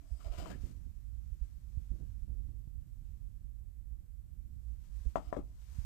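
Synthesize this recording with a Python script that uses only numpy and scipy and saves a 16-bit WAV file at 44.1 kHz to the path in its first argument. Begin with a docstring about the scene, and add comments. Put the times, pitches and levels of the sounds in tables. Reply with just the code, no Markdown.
"""A gritty scrape comes first: a wooden coaster is dragged over a workbench. It is lifted, turned in
softly brushing fingers and set down edge first with a few clacks. Friction and impact excite the
modes of coaster and bench, which reach a phone's open left port with the small workshop's low rumble.
The hand holding the phone covers the right port, which hears mainly that hand: tremor, soft bumps,
muffled skin rubs and ticks of the case."""
import sys
import numpy as np
from scipy import signal
from scipy.fft import rfft, irfft
from scipy.io import wavfile
from scipy.ndimage import map_coordinates

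SR = 44100
rng = np.random.default_rng(int(sys.argv[2]) if len(sys.argv) > 2 else 0)


def store_pcm(level_fs):
    """Save levels as 16-bit WAV."""
    pcm = np.round(np.clip(level_fs, -1, 1) * 32767).astype(np.int16)
    wavfile.write(sys.argv[1], SR, np.atleast_2d(pcm).T)


N = 257984
TIME = np.arange(N) / SR

# modes of the coaster against the bench top: f/Hz, relative level/dB, T60/s
COASTER_MODES = [(599, -10, 0.057), (659, -1, 0.048), (716, 1.5, 0.047), (1017, -3, 0.053),
                 (1152, -0.5, 0.044), (1255, -15, 0.087), (1333, -9.5, 0.09), (1855, -21, 0.065),
                 (2110, -26, 0.062), (3010, -26, 0.1), (3513, -20, 0.067), (5010, -19, 0.1)]
# modes of the heavy bench: f/Hz, relative level/dB, T60/s
BENCH_MODES = [(55.4, 0.5, 0.82), (118, -25, 0.071), (173.4, 5, 0.16), (222.4, -7.5, 0.16),
               (267.7, 4.5, 0.15), (308, 9, 0.083), (393, -3.5, 0.092)]
# shifts of the grip on the phone: t/s, peak level/dB, push length/s
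GRIP_SHIFTS = [(0.111, -26.5, 0.007), (0.256, -29.5, 0.0073), (0.293, -29.5, 0.012), (0.383, -29.5, 0.0031),
               (0.635, -30, 0.0066), (1.314, -27.5, 0.0086), (1.409, -23.5, 0.0091), (1.77, -23.5, 0.0046),
               (1.9, -25.5, 0.0081), (2.216, -29.5, 0.0092), (2.288, -26, 0.0078), (5.056, -21.5, 0.0084),
               (5.268, -34, 0.0062), (5.784, -25.5, 0.0031)]


def knocks(crack_t60=0.15, bench_rise_s=0.01, edge_t60=0.013, edge_rise_s=0.00037):
    """Impact excitation: coaster and edge ring, dust is crushed, the heavy bench responds later."""
    # the coaster rocks at pick-up; later it lands on an edge, tips and settles: t/s, clack level/dB,
    # corner f/Hz, bench level/dB, crack level/dB, edge f/Hz, edge level/dB, pitch ratio of the wood
    impacts = [(0.4577, -52, 1200, -62, -45.5, 1150, -37.5, 1),
               (0.4635, -52, 800, -58, -51, 1160, -39, 0.91), (0.5012, -61, 1710, -49.5, -53, 1600, -39, 1),
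               (5.1570, -27.5, 1860, -41, -32, 2060, -36.5, 1),
               (5.3271, -29.5, 1045, -52, -40.5, 1770, -33.5, 0.99),
               (5.3479, -55, 1140, -54, -52, 1710, -41.5, 0.91),
               (5.3649, -41.5, 1150, -60, -41, 1570, -41, 0.98),
               (5.3681, -26, 410, -41.5, -51, 1100, -41.5, .85),
               (5.3757, -37.5, 385, -56, -66, 1270, -51, 0.71),
               (5.3885, -32, 225, -55, -62, 800, -50.5, .5),
               (5.3925, -35.5, 270, -46.5, -65, 595, -43, 0.573)]
    # spectrum of wood cracking on dusty wood: f/Hz, relative level/dB
    crack_spectrum = [(100, -8), (300, 13), (420, 6), (600, 13), (1300, 2.5), (1600, -15), (2100, -11.5),
                      (2600, -16), (3400, -17), (4300, -24), (8000, -21.5), (10000, -36), (16000, -37)]
    out, t = np.zeros(N), TIME[:SR // 2]
    bench = ring(BENCH_MODES) * (1 - np.exp(-t / bench_rise_s))
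    for s, clack_db, corner_hz, bench_db, crack_db, edge_hz, edge_db, pitch in impacts:
        wood = ring([(hz * pitch, db, t60) for hz, db, t60 in COASTER_MODES], together=True)
        clack = lowpass(wood, corner_hz)  # a flatter, softer contact reaches fewer high modes
        add(out, s, undb(clack_db) * clack + undb(bench_db) * bench)
        add(out, s, ring([(edge_hz, edge_db, edge_t60)]) * (1 - np.exp(-t / edge_rise_s)))
        add(out, s, undb(crack_db) * burst(crack_spectrum, crack_t60, rise_s=0.00042))
    return out


def drag(grit_db=7, board_db=8, bench_db=-13, sing_db=-1, tip_s=5.19, tip_db=-76.5):
    """Roughness excitation: the sliding edge catches on the grain, hissing and driving the wood."""
    # surges of the slide: t/s, relative hiss level/dB, relative body level/dB
    surges = [(0.192, -86, -72), (0.204, -72.5, -72), (0.228, -75, -75), (0.25, -69, -67),
              (0.275, -68, -62.5), (0.303, -74.5, -67), (0.33, -65, -63), (0.368, -66.5, -65),
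              (0.387, -58, -55), (0.407, -59.5, -56.5), (0.435, -64.5, -57.5), (0.462, -64.5, -55),
              (0.488, -65, -66), (0.504, -62.5, -55), (0.535, -68, -69), (0.56, -74, -74), (0.61, -80, -84)]
    # spectrum of dust and grain under the edge: f/Hz, relative level/dB
    grit_spectrum = [(100, -31), (280, -19), (700, -13), (1300, 10.5), (1700, -3.5), (2200, 2),
                     (3200, -2.5), (4500, -2.5), (5700, -4.5), (8300, -4.5), (10000, -15), (13000, -12),
                     (16000, -11.5)]
    # high modes of the rubbed coaster: f/Hz, relative level/dB, T60/s
    high_modes = [(2825, 8, 0.024), (3000, 8, 0.04), (5080, -1, 0.075), (6430, -4, 0.013),
                  (8130, -9, 0.013)]
    times, hiss_db, body_db = np.transpose(surges)
    moving = (TIME > times[0]) * (TIME < times[-1])
    slide, press = (undb(np.interp(TIME, times, db)) * moving for db in (hiss_db, body_db))
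    add(slide, tip_s, undb(tip_db) * stroke(length_s=0.15))  # the edge rubs as the coaster tips
    catches = grains(N, per_s=4500)
    body = lowpass(ring(COASTER_MODES, together=True), 1040) + undb(bench_db) * ring(BENCH_MODES)
    board = resonate(catches, body)
    sing = resonate(catches, ring(high_modes))
    surface = undb(grit_db) * colour(catches, grit_spectrum) + undb(sing_db) * sing
    judder = waver(per_s=190, depth_db=0.86)  # ridges of the grain
    return (slide * surface + undb(board_db) * press * board) * judder


def slips(q=14):
    """Stick-slip: the gripping edge chatters at a resonance whose pitch glides as the coaster tilts."""
    # spells of chatter: t/s, length/s, start f/Hz, end f/Hz, level/dB
    spells = [(0, 0.21, 668, 654, -73.5), (0, 0.394, 4980, 5050, -78), (0, 0.35, 8200, 7880, -74.5),
              (0.191, 0.046, 1273, 1176, -64), (0.233, 0.071, 678, 629, -53), (0.311, 0.051, 674, 652, -55),
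              (0.372, 0.085, 681, 694, -53), (0.444, 0.12, 301, 299.5, -55),
              (0.471, 0.098, 1454, 1810, -59), (5.197, 0.15, 5090, 5040, -76.5),
              (5.169, 0.15, 8050, 8000, -80)]
    out = np.zeros(N)
    for s, length, start_hz, end_hz, db in spells:
        envelope = stroke(length)
        catches = grains(SR, per_s=3000, spread_db=-2)
        resonance = signal.lfilter(*signal.iirpeak(start_hz, q, fs=SR), catches)
        chatter = lowpass(resonance, 2 * start_hz)
        read_position = SR // 4 + np.cumsum(np.linspace(1, end_hz / start_hz, len(envelope)))
        add(out, s, undb(db) * envelope * unit(map_coordinates(chatter, [read_position])))
    return out


def rolls(corner_hz=520):
    """Forced vibration: slow, heavy contact drives mainly the low modes of coaster and bench."""
    # rolling contacts: t/s, length/s, coaster level/dB, bench level/dB
    contacts = [(0, 0.084, -76, -63.5), (0.57, 0.1, -82, -67), (5.22, 0.14, -64.5, -61),
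                (5.45, 0.14, -82, -71)]
    out = np.zeros(N)
    wood, bench = lowpass(ring(COASTER_MODES), corner_hz), ring(BENCH_MODES)
    for s, length, wood_db, bench_db in contacts:
        envelope = stroke(length)
        for response, db in ((wood, wood_db), (bench, bench_db)):
            drone = signal.fftconvolve(grains(SR, per_s=1500), response, "valid")
            add(out, s, undb(db) * envelope * unit(drone[:len(envelope)]))
    return out


def brush(board_db=-6, bench_db=-6, lift_s=1.0, release_s=0.069, resting_db=-88, steepness=0.59):
    """Friction noise: skin and sleeve hiss with hand speed, and stir the wood until the lift."""
    # the hand takes hold, lifts, turns, tilts, lowers, lets go: t/s of top speed, half width/s, level/dB
    moves = [(.15, 0.2, -72.5), (0.648, 0.032, -64), (0.698, 0.027, -68), (1.15, 0.34, -78.5),
             (1.32, 0.016, -89), (1.44, 0.028, -72.5), (1.85, 0.33, -75), (3.12, 0.17, -79.5),
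             (4.7, 0.063, -79.5), (4.85, 0.03, -75), (5.05, 0.092, -67.5), (5.62, 0.021, -73),
             (5.79, 0.096, -64)]
    # spectrum of brushing skin and sleeve: f/Hz, relative level/dB
    spectrum = [(150, -1), (400, 1.5), (1100, 4), (1600, 3), (3300, 0), (5000, 1), (6300, 2), (8200, 1),
                (10000, -5.5), (13000, -3), (16000, -14)]
    hiss = colour(grains(N, per_s=14000, spread_db=-0.5), spectrum)
    body = lowpass(ring(COASTER_MODES), 570) + undb(bench_db) * ring(BENCH_MODES)
    board = resonate(rng.standard_normal(N), body)
    touching = np.clip((lift_s - TIME) / release_s, 0, 1)
    bells = (undb(db) / (1 + ((TIME - s) / width) ** 2) ** steepness for s, width, db in moves)
    speed_gain = np.sqrt(sum(bell ** 2 for bell in bells) + undb(resting_db) ** 2)
    return speed_gain * waver(per_s=26, depth_db=0.8) * (hiss + undb(board_db) * touching * board)


def bumps(swing_hz=55.6, reference_push_s=0.0072, stiffening=0.14, t60=0.095):
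    """Damped mass on a spring: a push swings the phone in the hand, faster if short and tight."""
    out, t = np.zeros(N), TIME[:SR // 4]
    for s, db, push_s in GRIP_SHIFTS:
        hz = swing_hz * (reference_push_s / push_s) ** stiffening
        response = np.sin(2 * np.pi * hz * t) * undb(-60 * t / t60)
        push = np.hanning(int(2 * push_s * SR) + 3)
        swing = np.gradient(signal.fftconvolve(response, push))
        add(out, s, undb(db) * swing / np.abs(swing).max())
    return out


def rubs(ramp_s=0.005, fade_db=15, shift_s=0.057, shift_db=-41):
    """Stick-slip of skin on the case, also at each shift of the grip, muffled by the hand itself."""
    # rubs over the covered port: t/s, length/s, level/dB
    skin_rubs = [(0.374, 0.17, -48), (0.494, 0.072, -41), (0.541, 0.086, -45), (0.63, 0.12, -44.5),
                 (0.745, 0.14, -55.5), (0.859, 0.046, -54), (1.766, 0.037, -54), (1.912, 0.14, -49),
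                 (1.997, 0.093, -49.5), (2.278, 0.21, -53), (2.48, 0.23, -59.5), (5.051, 0.023, -43)]
    # spectrum of muffled skin friction: f/Hz, relative level/dB
    spectrum = [(60, -2.5), (150, 10.5), (250, 3), (400, -5), (550, -15), (750, -23), (1100, -35.5),
                (2000, -43), (5000, -78)]
    pressure = np.zeros(N)
    for s, length, db in skin_rubs:
        t = TIME[:int(length * SR)]
        ramps = np.minimum(np.minimum(t, length - t) / ramp_s, 1)
        add(pressure, s, undb(db - fade_db * t / length) * ramps)
    for s, db, _ in GRIP_SHIFTS:
        add(pressure, s, undb(db + shift_db) * stroke(shift_s))
    return pressure * colour(grains(N, per_s=2000, spread_db=2), spectrum)


def case_ticks(thud_hz=95, thud_t60=0.056, snap_db=-25, snap_t60=0.004, muffle_hz=1900):
    """Sudden release of strain: the case gives way with a tiny snap and a thud, muffled by the hand."""
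    # ticks of the gripped case: t/s, level/dB
    ticks = [(1.994, -51), (2.4899, -38), (2.6749, -36)]
    out = np.zeros(N)
    snap = undb(snap_db - 60 * TIME[:SR // 2] / snap_t60)
    tick = lowpass(ring([(thud_hz, 0, thud_t60)]) + snap, muffle_hz)
    for s, db in ticks:
        add(out, s, -undb(db) * tick)
    return out


def tremor(gain_db=9.5):
    """Structure-borne sound: muscles of the holding hand tense in small surges and rumble."""
    # strength of the tremor: t/s, relative level/dB
    strength = [(0.0, -57), (0.85, -48.5), (1.51, -54), (2.08, -47), (3.75, -54), (4.4, -51), (5.69, -53.5),
                (5.85, -47)]
    # its spectrum at the covered port: f/Hz, relative level/dB
    spectrum = [(10, -13), (20, -15), (35, -3), (58, 3), (80, -10), (120, -15.5), (200, -30), (320, -41),
                (600, -71.5)]
    envelope = undb(gain_db + np.interp(TIME, *np.transpose(strength)))
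    return envelope * waver(per_s=12, depth_db=1.5) * noise(spectrum)


def workshop(x, wet_db=-16.5, low_t60=0.26, high_t60=0.2, split_hz=800, wall_s=0.014, wall_db=-15):
    """Reflection and scattering: a near wall answers; clutter adds a tail whose lows last longest."""
    t = TIME[:SR // 2]
    scatter = rng.standard_normal(len(t))
    low = signal.sosfiltfilt(signal.butter(2, split_hz, fs=SR, output="sos"), scatter)
    tail = low * undb(-60 * t / low_t60) + (scatter - low) * undb(-60 * t / high_t60)
    tail *= t > 0.0045  # travel time of the first scattered sound
    reverberation = signal.fftconvolve(x, tail / np.sqrt(np.sum(tail ** 2)))[:N]
    wall = np.interp(TIME - wall_s, TIME, x)
    return x + undb(wall_db) * wall + undb(wet_db) * reverberation


def rumble(level_db=-62):
    """Ambient noise: the workshop's low rumble, its amplitude modulated at random."""
    # spectrum of the rumble: f/Hz, relative level/dB
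    spectrum = [(10, -24.5), (20, -10.5), (35, -4.5), (56, 6.5), (80, -15.5), (110, -23), (160, -14.5),
                (210, -28), (310, -26.5), (420, -44.5), (600, -36.5), (1500, -63.5)]
    return undb(level_db) * waver(per_s=34, depth_db=2.5) * noise(spectrum)


def microphone_hiss(open_db=-78.5, covered_db=-74.5):
    """Self-noise: each microphone adds its own steady hiss; returns left and right."""
    # hiss spectra of the open and the covered port: f/Hz, relative level/dB
    open_spectrum = [(100, 2.5), (500, 7.5), (1000, -3), (2500, -5), (5000, -23), (7000, -5.5), (7650, 5.5),
                     (8300, -1.5), (10000, -0.5), (13000, -5), (16000, 3)]
    covered_spectrum = [(100, 22), (1000, 0), (2500, -3.5), (5000, -7), (7600, -5), (11000, -4),
                        (13000, 5.5), (16000, -7.5)]
    return np.array([undb(open_db) * noise(open_spectrum), undb(covered_db) * noise(covered_spectrum)])


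def ring(modes, together=False):
    """Modal superposition: damped sines start in phase if together, else with alternating signs."""
    t = TIME[:SR // 2]
    sign = 1 if together else -1
    return sum(sign ** k * undb(db - 60 * t / t60) * np.sin(2 * np.pi * hz * t)
               for k, (hz, db, t60) in enumerate(modes))


def resonate(force, response):
    """Convolution of a force with an impulse response, at rms 1."""
    return unit(signal.fftconvolve(force, response)[:N])


def grains(count, per_s, spread_db=0):
    """Shot noise: tiny catches of a rough surface, random in time and size."""
    hit = rng.random(count) < per_s / SR
    return hit * rng.standard_normal(count) * undb(spread_db * np.minimum(rng.exponential(size=count), 4))


def burst(spectrum, t60, rise_s):
    """Coloured noise with a fast rise and exponential decay."""
    t = TIME[:SR // 2]
    return colour(rng.standard_normal(len(t)), spectrum) * undb(-60 * t / t60) * (1 - np.exp(-t / rise_s))


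def noise(spectrum):
    """Stationary coloured noise for the whole scene."""
    return colour(rng.standard_normal(N), spectrum)


def colour(x, spectrum):
    """Spectral shaping by (f/Hz, level/dB) points, at rms 1."""
    hz, db = np.transpose(spectrum)
    f = np.maximum(np.fft.rfftfreq(len(x), 1 / SR), 1)
    gain = undb(np.interp(np.log(f), np.log(hz), db))
    return unit(irfft(rfft(x) * gain, len(x)))


def lowpass(x, corner_hz):
    """Second-order roll-off."""
    return signal.sosfilt(signal.butter(2, corner_hz, fs=SR, output="sos"), x)


def waver(per_s, depth_db):
    """Random amplitude modulation: a gain that wanders."""
    knots = np.arange(0, TIME[-1] + 1, 1 / per_s)
    return undb(depth_db * np.interp(TIME, knots, rng.standard_normal(len(knots))))


def stroke(length_s):
    """Tapered envelope of a short movement: it takes hold, carries on and lets go."""
    return signal.windows.tukey(int(length_s * SR), 0.7)


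def add(track, s, sound):
    """Superpose a sound on a track at time s."""
    i = max(int(s * SR), 0)
    track[i:i + len(sound)] += sound[:max(N - i, 0)]


def undb(db):
    """Level to amplitude ratio."""
    return 10 ** (np.asarray(db) / 20)


def unit(x):
    """Normalise to rms 1."""
    return x / np.sqrt(np.mean(x ** 2) + 1e-20)


def scene(leak_db=-35, leak_hz=800, bump_open_db=-29):
    """Two paths: airborne sound to the open port, hand-borne to the covered one, with slight crosstalk."""
    air = workshop(knocks() + drag() + rolls() + slips() + brush())
    bump = bumps()
    leak = undb(leak_db) * lowpass(air, leak_hz)
    left = air + undb(bump_open_db) * bump + rumble()
    right = leak + bump + rubs() + case_ticks() + tremor()
    return np.array([left, right]) + microphone_hiss()


def record(dry, top_hz=15250):
    """Band limiting: the phone's steep low-pass cuts the highest treble."""
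    return signal.sosfilt(signal.ellip(10, 0.1, 80, top_hz, fs=SR, output="sos"), dry)


dry = scene()
out = record(dry)
store_pcm(out)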